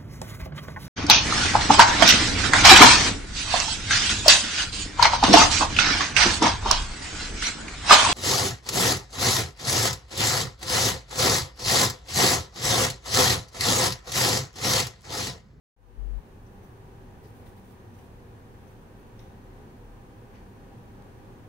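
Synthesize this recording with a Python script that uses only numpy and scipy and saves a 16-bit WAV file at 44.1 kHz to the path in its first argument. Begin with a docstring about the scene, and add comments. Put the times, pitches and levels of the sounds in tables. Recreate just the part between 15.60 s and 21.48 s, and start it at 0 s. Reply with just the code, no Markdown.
"""A cat and a dog rest on a wooden floor in a quiet room, heard through a hand-held phone.
The sound fades in on rumbling ventilation, a faint fan whine and microphone hiss, which all stay.
As it does, a short low buzz shakes the left microphone opening. From about one second on, the
animals shift with soft scuffs, fingers brush the phone and the hand changes its grip.
Later a claw taps the floor, a last scuff follows, and there is one tiny tick near the end."""
import sys
import numpy as np
from scipy.fft import rfft, irfft, next_fast_len
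from scipy.io import wavfile
from scipy.ndimage import map_coordinates

SR = 44100
rng = np.random.default_rng(int(sys.argv[2]) if len(sys.argv) > 2 else 0)


def bounce(signal):
    """Save signal as a 16-bit WAV file at the path given by the first command-line argument."""
    frames = np.transpose(np.atleast_2d(signal))
    limited = np.clip(frames, -1, 1)
    pcm = np.round(limited * 32767).astype(np.int16)
    wavfile.write(sys.argv[1], SR, pcm)


N = 259308
ANIMALS_LEFT_DB = 3.5  # the animals lie a little to the left


# The tone of rubbing on wood: pitch_hz, level_db
SCRAPE_TONE = [(500, -13), (2000, 17.5), (4000, 0), (6000, -5), (8000, -20), (15000, -24)]
# Each scuff: start_s, level_db, decay_s, pitch_hz, width_hz, high_ring_db
PAW_SCUFFS = [(0.868, -66, .008, 5700, 450, 16), (1.036, -69, .018, 5950, 450, 14),
              (1.643, -63.5, .036, 4600, 1500, 12), (1.868, -62, .012, 3700, 900, 3),
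              (1.977, -63, .015, 4000, 700, 0), (2.345, -69, .018, 6100, 450, 16),
              (2.390, -63.5, 0.025, 2800, 1100, 21), (3.077, -68, .018, 6100, 450, 14),
              (3.597, -62.5, 0.075, 3700, 450, 14), (4.744, -61, 0.05, 2700, 1800, 11),
              (4.756, -65, 0.05, 4640, 700, 5)]

def scuffs(rise_s=0.0044, grain_db=1.5, ring_db=14, high_ring_hz=5840, high_ring_width_hz=950):
    """Paws and fur catch on the boards: a grainy rub with one strong pitch and a thin, high ring."""
    out = np.zeros((2, N))
    for start, db, decay, pitch, width, high_ring_db in PAW_SCUFFS:
        stroke = envelope(start, start, rise_s, decay)
        high_ring = lambda hz: amp(high_ring_db) * resonance(hz, high_ring_hz, high_ring_width_hz) ** 2
        ring = lambda hz: amp(ring_db) * resonance(hz, pitch, width) ** 2
        rub = noise(lambda hz: tone_curve(SCRAPE_TONE, hz) * (1 + high_ring(hz) + ring(hz)), channels=2)
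        grain = amp(grain_db * wobble(300))
        out += amp(db) * stroke * unit(rub * grain)
    return pan(ANIMALS_LEFT_DB) * out


# The pitches a claw rings with: pitch_hz, width_hz, level_db
CLAW_RINGS = [(2100, 600, -7), (3600, 500, 0), (5600, 800, 1.5)]
# When the claw lands: start_s, level_db
CLAW_TAPS = [(3.5928, -55)]

def claw_tap(rise_s=0.0008, decay_s=0.005):
    """A claw tip strikes the boards once and rings for a few milliseconds."""
    tone = lambda hz: sum(amp(db) * resonance(hz, pitch, width) ** 2 for pitch, width, db in CLAW_RINGS)
    out = np.zeros((2, N))
    for start, db in CLAW_TAPS:
        ring = unit(noise(tone, channels=2))
        out += amp(db) * envelope(start, start, rise_s, decay_s) * ring
    return pan(ANIMALS_LEFT_DB) * out


# The tone of skin on the phone's case: pitch_hz, level_db
SKIN_TONE = [(1000, -2), (3500, 5.5), (7000, 1), (9700, 3), (12000, 1.5), (15500, 6.5)]
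# Each finger stroke: start_s, length_s, relative_level_db, brightness_db_per_octave
FINGER_STROKES = [(0.93, .02, -69, 4), (1.040, .012, -61, 4), (1.635, .07, -62.5, 4), (1.75, 0.082, -63, 3),
                  (1.862, 0.032, -60, 1.5), (1.970, .025, -61, 5), (2.05, 0.081, -63, 1),
                  (2.355, 0.11, -66, 0), (3.075, .045, -66, 1), (3.400, .015, -61.5, 9),
                  (3.595, .04, -64.5, 2)]

def fingers(gain_db=-5, grain_db=2, rise_s=0.014, decay_s=0.03):
    """Skin slides on the case near the right microphone; quick flicks sound brighter."""
    out = np.zeros((2, N))
    for start, length, db, brightness in FINGER_STROKES:
        stroke = envelope(start, start + length, rise_s, decay_s)
        rub = noise(lambda hz: tone_curve(SKIN_TONE, hz) * amp(brightness * np.log2(hz + 1)), channels=2)
        out += amp(db) * stroke * unit(rub)
    grain = unit(amp(grain_db * wobble(250)))
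    return amp(gain_db) * pan(left_db=-9) * out * grain


# When the hand presses: middle_s, level_db, half_length_s, pitch_hz
GRIP_SHIFTS = [(1.667, -52.5, 0.042, 400)]

def grip_shift(width_hz=70):
    """The hand changes its grip with a soft, dull swell, the same on both sides."""
    out = np.zeros((1, N))
    for middle, db, half_length, pitch in GRIP_SHIFTS:
        press = np.exp(-((clock() - middle) / half_length) ** 2 / 2)
        out += amp(db) * press * unit(noise(lambda hz: resonance(hz, pitch, width_hz) ** 2))
    return out


# When the tick comes: time_s, level_db
DRY_TICKS = [(5.4233, -46)]

def tick(decay_s=0.0004, dull_above_hz=5000):
    """A tiny dry tick: a very short snap of noise with its treble softened."""
    snap = sum(amp(db) * np.exp(-abs(clock() - time) / decay_s) for time, db in DRY_TICKS)
    return filtered(snap * rng.standard_normal((2, N)), lambda hz: 1 / np.hypot(1, hz / dull_above_hz))


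def buzz(pitch_hz=46.2, start_s=0.388, end_s=0.586, rise_s=0.0087, decay_s=0.0076):
    """The phone's body shakes, heard only on the left: a weak tremble, then a short, low burst."""
    phase = 2 * np.pi * pitch_hz * clock()
    hum = np.sin(phase) + amp(-32) * np.sin(2 * phase)  # nearly pure, with a faint octave above
    tremble = amp(-42.5) * envelope(0, start_s, rise_s, decay_s)
    burst = amp(-25.5) * envelope(start_s, end_s, rise_s, decay_s)
    left = np.sqrt(2) * np.maximum(tremble, burst) * hum
    return np.array([left, np.zeros(N)])


# Moving air that reaches both microphones alike: pitch_hz, level_db_per_hz
SHARED_AIR = [(8, -85), (21, -75.5), (32, -79), (110, -72.5), (165, -85.5), (240, -77.5), (330, -83),
              (500, -84.5), (600, -89), (950, -89.5), (1350, -97.5), (1700, -96.5), (2100, -102),
              (2600, -103.3), (4500, -112.2), (12000, -130)]
# Air noise from the sides, pushing one microphone as it pulls the other: pitch_hz, level_db_per_hz
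SIDE_AIR = [(8, -82), (35, -83.5), (170, -91.5), (230, -89), (460, -88), (600, -91.5), (930, -90),
            (1150, -95.5), (1700, -96.5), (2100, -103), (2600, -103.3), (4500, -111.7), (12000, -130)]
# Pitches the room rings at, alike at both microphones: pitch_hz, width_hz, level_db_per_hz
SHARED_ROOM_RINGS = [(36.2, 4.8, -63.5), (68.5, 1.8, -67.5), (102.3, 26.5, -70), (114.3, 9.8, -70),
                     (153.7, 12.3, -73.5), (190.3, 4.5, -68.5), (218, 16, -75.5), (246, 11, -79),
                     (302.4, 22, -80), (355.3, 7, -79), (380.6, 13, -74.5), (414.6, 7.2, -76.5),
                     (482, 14, -80), (517, 30, -84.5), (760, 21, -86), (804.4, 11.3, -80), (866, 15, -88),
                     (1215, 25, -95.5), (1558, 14, -96.5), (1700, 44, -99), (1860, 57, -100)]
# Narrow pitches of the room and one thin fan tone, opposite at the two microphones:
# pitch_hz, width_hz, level_db_per_hz
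SIDE_PITCHES = [(77.7, 2.6, -74.5), (128, 13, -82.5), (705, 26, -92.5), (857, 8.5, -88), (950, 38, -92),
                (1008, 6.5, -82.5), (1170, 110, -95), (1580, 18, -92), (1690, 35, -94.5)]

def ventilation(waver_db=0.5, swell_db_per_s=0.18, bass_hz=324, bass_thin_db=-6, bass_full_s=0.38):
    """Flowing air rumbles in the room and swells very slowly; the bass comes in a moment late."""
    shared = room_air(SHARED_AIR, SHARED_ROOM_RINGS)
    side = room_air(SIDE_AIR, SIDE_PITCHES)
    swell_db = swell_db_per_s * (clock() - clock().mean())
    air = np.array([shared + side, shared - side]) * amp(swell_db + waver_db * wobble(7))
    bass = filtered(air, lambda hz: 1 / (1 + (hz / bass_hz) ** 4))
    bass_db = bass_thin_db * (1 - envelope(bass_full_s, N / SR, rise_s=0.05, decay_s=0.05))
    return air - bass + amp(bass_db) * bass


def room_air(rush, pitches):
    """A broad rush of air, plus narrow pitches that stand out from it."""
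    def tone(hz):
        # the fourth power gives steep peaks with quiet gaps; 1.51 makes up for the narrowing
        peaks = sum(amp(db) ** 2 * resonance(hz, pitch, 1.51 * width) ** 4
                    for pitch, width, db in pitches)
        return np.sqrt(tone_curve(rush, hz) ** 2 + peaks)
    return noise(tone)[0]


# The tones in the fan's whine: pitch_hz, relative_level_db
FAN_TONES = [(949, -71), (1491, -82.5), (2271, -87), (2487, -85), (4313, -89.5)]

def fan(gain_db=-1, drift_hz=2.24, waver_db=2.5):
    """A fan whines with thin, wavering tones that reach each microphone by their own paths."""
    out = np.zeros((2, N))
    for pitch, db in FAN_TONES:
        phase = 2 * np.pi * np.cumsum(pitch + drift_hz * wobble(5)) / SR
        for side in out:
            strength = np.sqrt(2) * amp(db + gain_db + waver_db * wobble(3.43))
            side += strength * np.sin(phase + wobble(0.91))
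    return out


# The microphones' own noise: pitch_hz, level_db_per_hz
HISS_TONE = [(100, -113), (5000, -114), (12000, -113), (14000, -113), (15700, -110.5)]

def hiss():
    """Each microphone makes its own faint, steady hiss."""
    return pan(left_db=-0.1) * noise(lambda hz: tone_curve(HISS_TONE, hz), channels=2)


# How the microphone openings ring, left then right: pitch_hz, width_hz, boost_db
OPENING_RINGS = [(6130, 750, 6), (9220, 1260, 5)]

def mic_openings(sound):
    """Each small opening rings at its own high pitch and boosts the sound there."""
    return filtered(sound, lambda hz: np.array([
        1 + (amp(db) - 1) * resonance(hz, pitch, width) ** 2 for pitch, width, db in OPENING_RINGS]))


def fade_in(start_s=0.164, first_share=0.058, settle_s=0.24, shut_db=-81, open_db=-0.16):
    """The input starts almost silent, opens at a low volume, rises quickly and levels off."""
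    age = clock() - start_s
    rising = 1 - (1 - first_share) * np.exp(-np.maximum(age, 0) / settle_s)
    return amp(shut_db) + amp(open_db) * rising * (age > 0)


def amp(db):
    """Turn decibels into a number to multiply by."""
    return 10 ** (np.asarray(db) / 20)


def unit(x):
    """Scale a signal to an average strength (rms) of 1."""
    return x / np.sqrt(np.mean(x ** 2) + 1e-20)


def clock():
    """The time of every sample, in seconds."""
    return np.arange(N) / SR


def envelope(start_s, end_s, rise_s, decay_s):
    """Swell to 1 at start_s, hold until end_s, then die away."""
    t = clock()
    return np.exp(-np.maximum(start_s - t, 0) / rise_s - np.maximum(t - end_s, 0) / decay_s)


def wobble(turns_per_s):
    """A smooth curve through this many random values a second."""
    return map_coordinates(rng.standard_normal(int(N * turns_per_s / SR) + 4), [clock() * turns_per_s])


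def tone_curve(points, hz):
    """Join (pitch_hz, level_db) points and read off the strength at each pitch."""
    pitches, db = np.transpose(points)
    return amp(np.interp(np.log(hz + 1), np.log(pitches + 1), db))


def resonance(hz, centre, width):
    """How strongly a ringing thing answers each pitch: 1 at its centre, less on either side."""
    return hz * width / np.hypot(centre ** 2 - hz ** 2, hz * width)


def filtered(x, tone):
    """Turn each pitch in x up or down by tone(hz)."""
    size = next_fast_len(N + 8192)
    return irfft(rfft(x, size) * tone(np.fft.rfftfreq(size, 1 / SR)), size)[..., :N]


def noise(tone, channels=1):
    """Noise shaped by tone(hz), different in each channel."""
    return filtered(rng.standard_normal((channels, N)) * np.sqrt(SR / 2), tone)


def pan(left_db):
    """Left and right strengths that make the left side louder by left_db."""
    return amp([[left_db / 2], [-left_db / 2]])


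def scene():
    """The steady room, with the small sounds of the animals and the phone on top."""
    return ventilation() + fan() + scuffs() + claw_tap() + fingers() + grip_shift() + tick() + buzz()


def record(dry):
    """The microphones hiss, their openings ring, the sound fades in and the very top is cut off."""
    heard = mic_openings(dry + hiss()) * fade_in()
    return filtered(heard, lambda hz: hz < 15750)


dry = scene()
out = record(dry)
bounce(out)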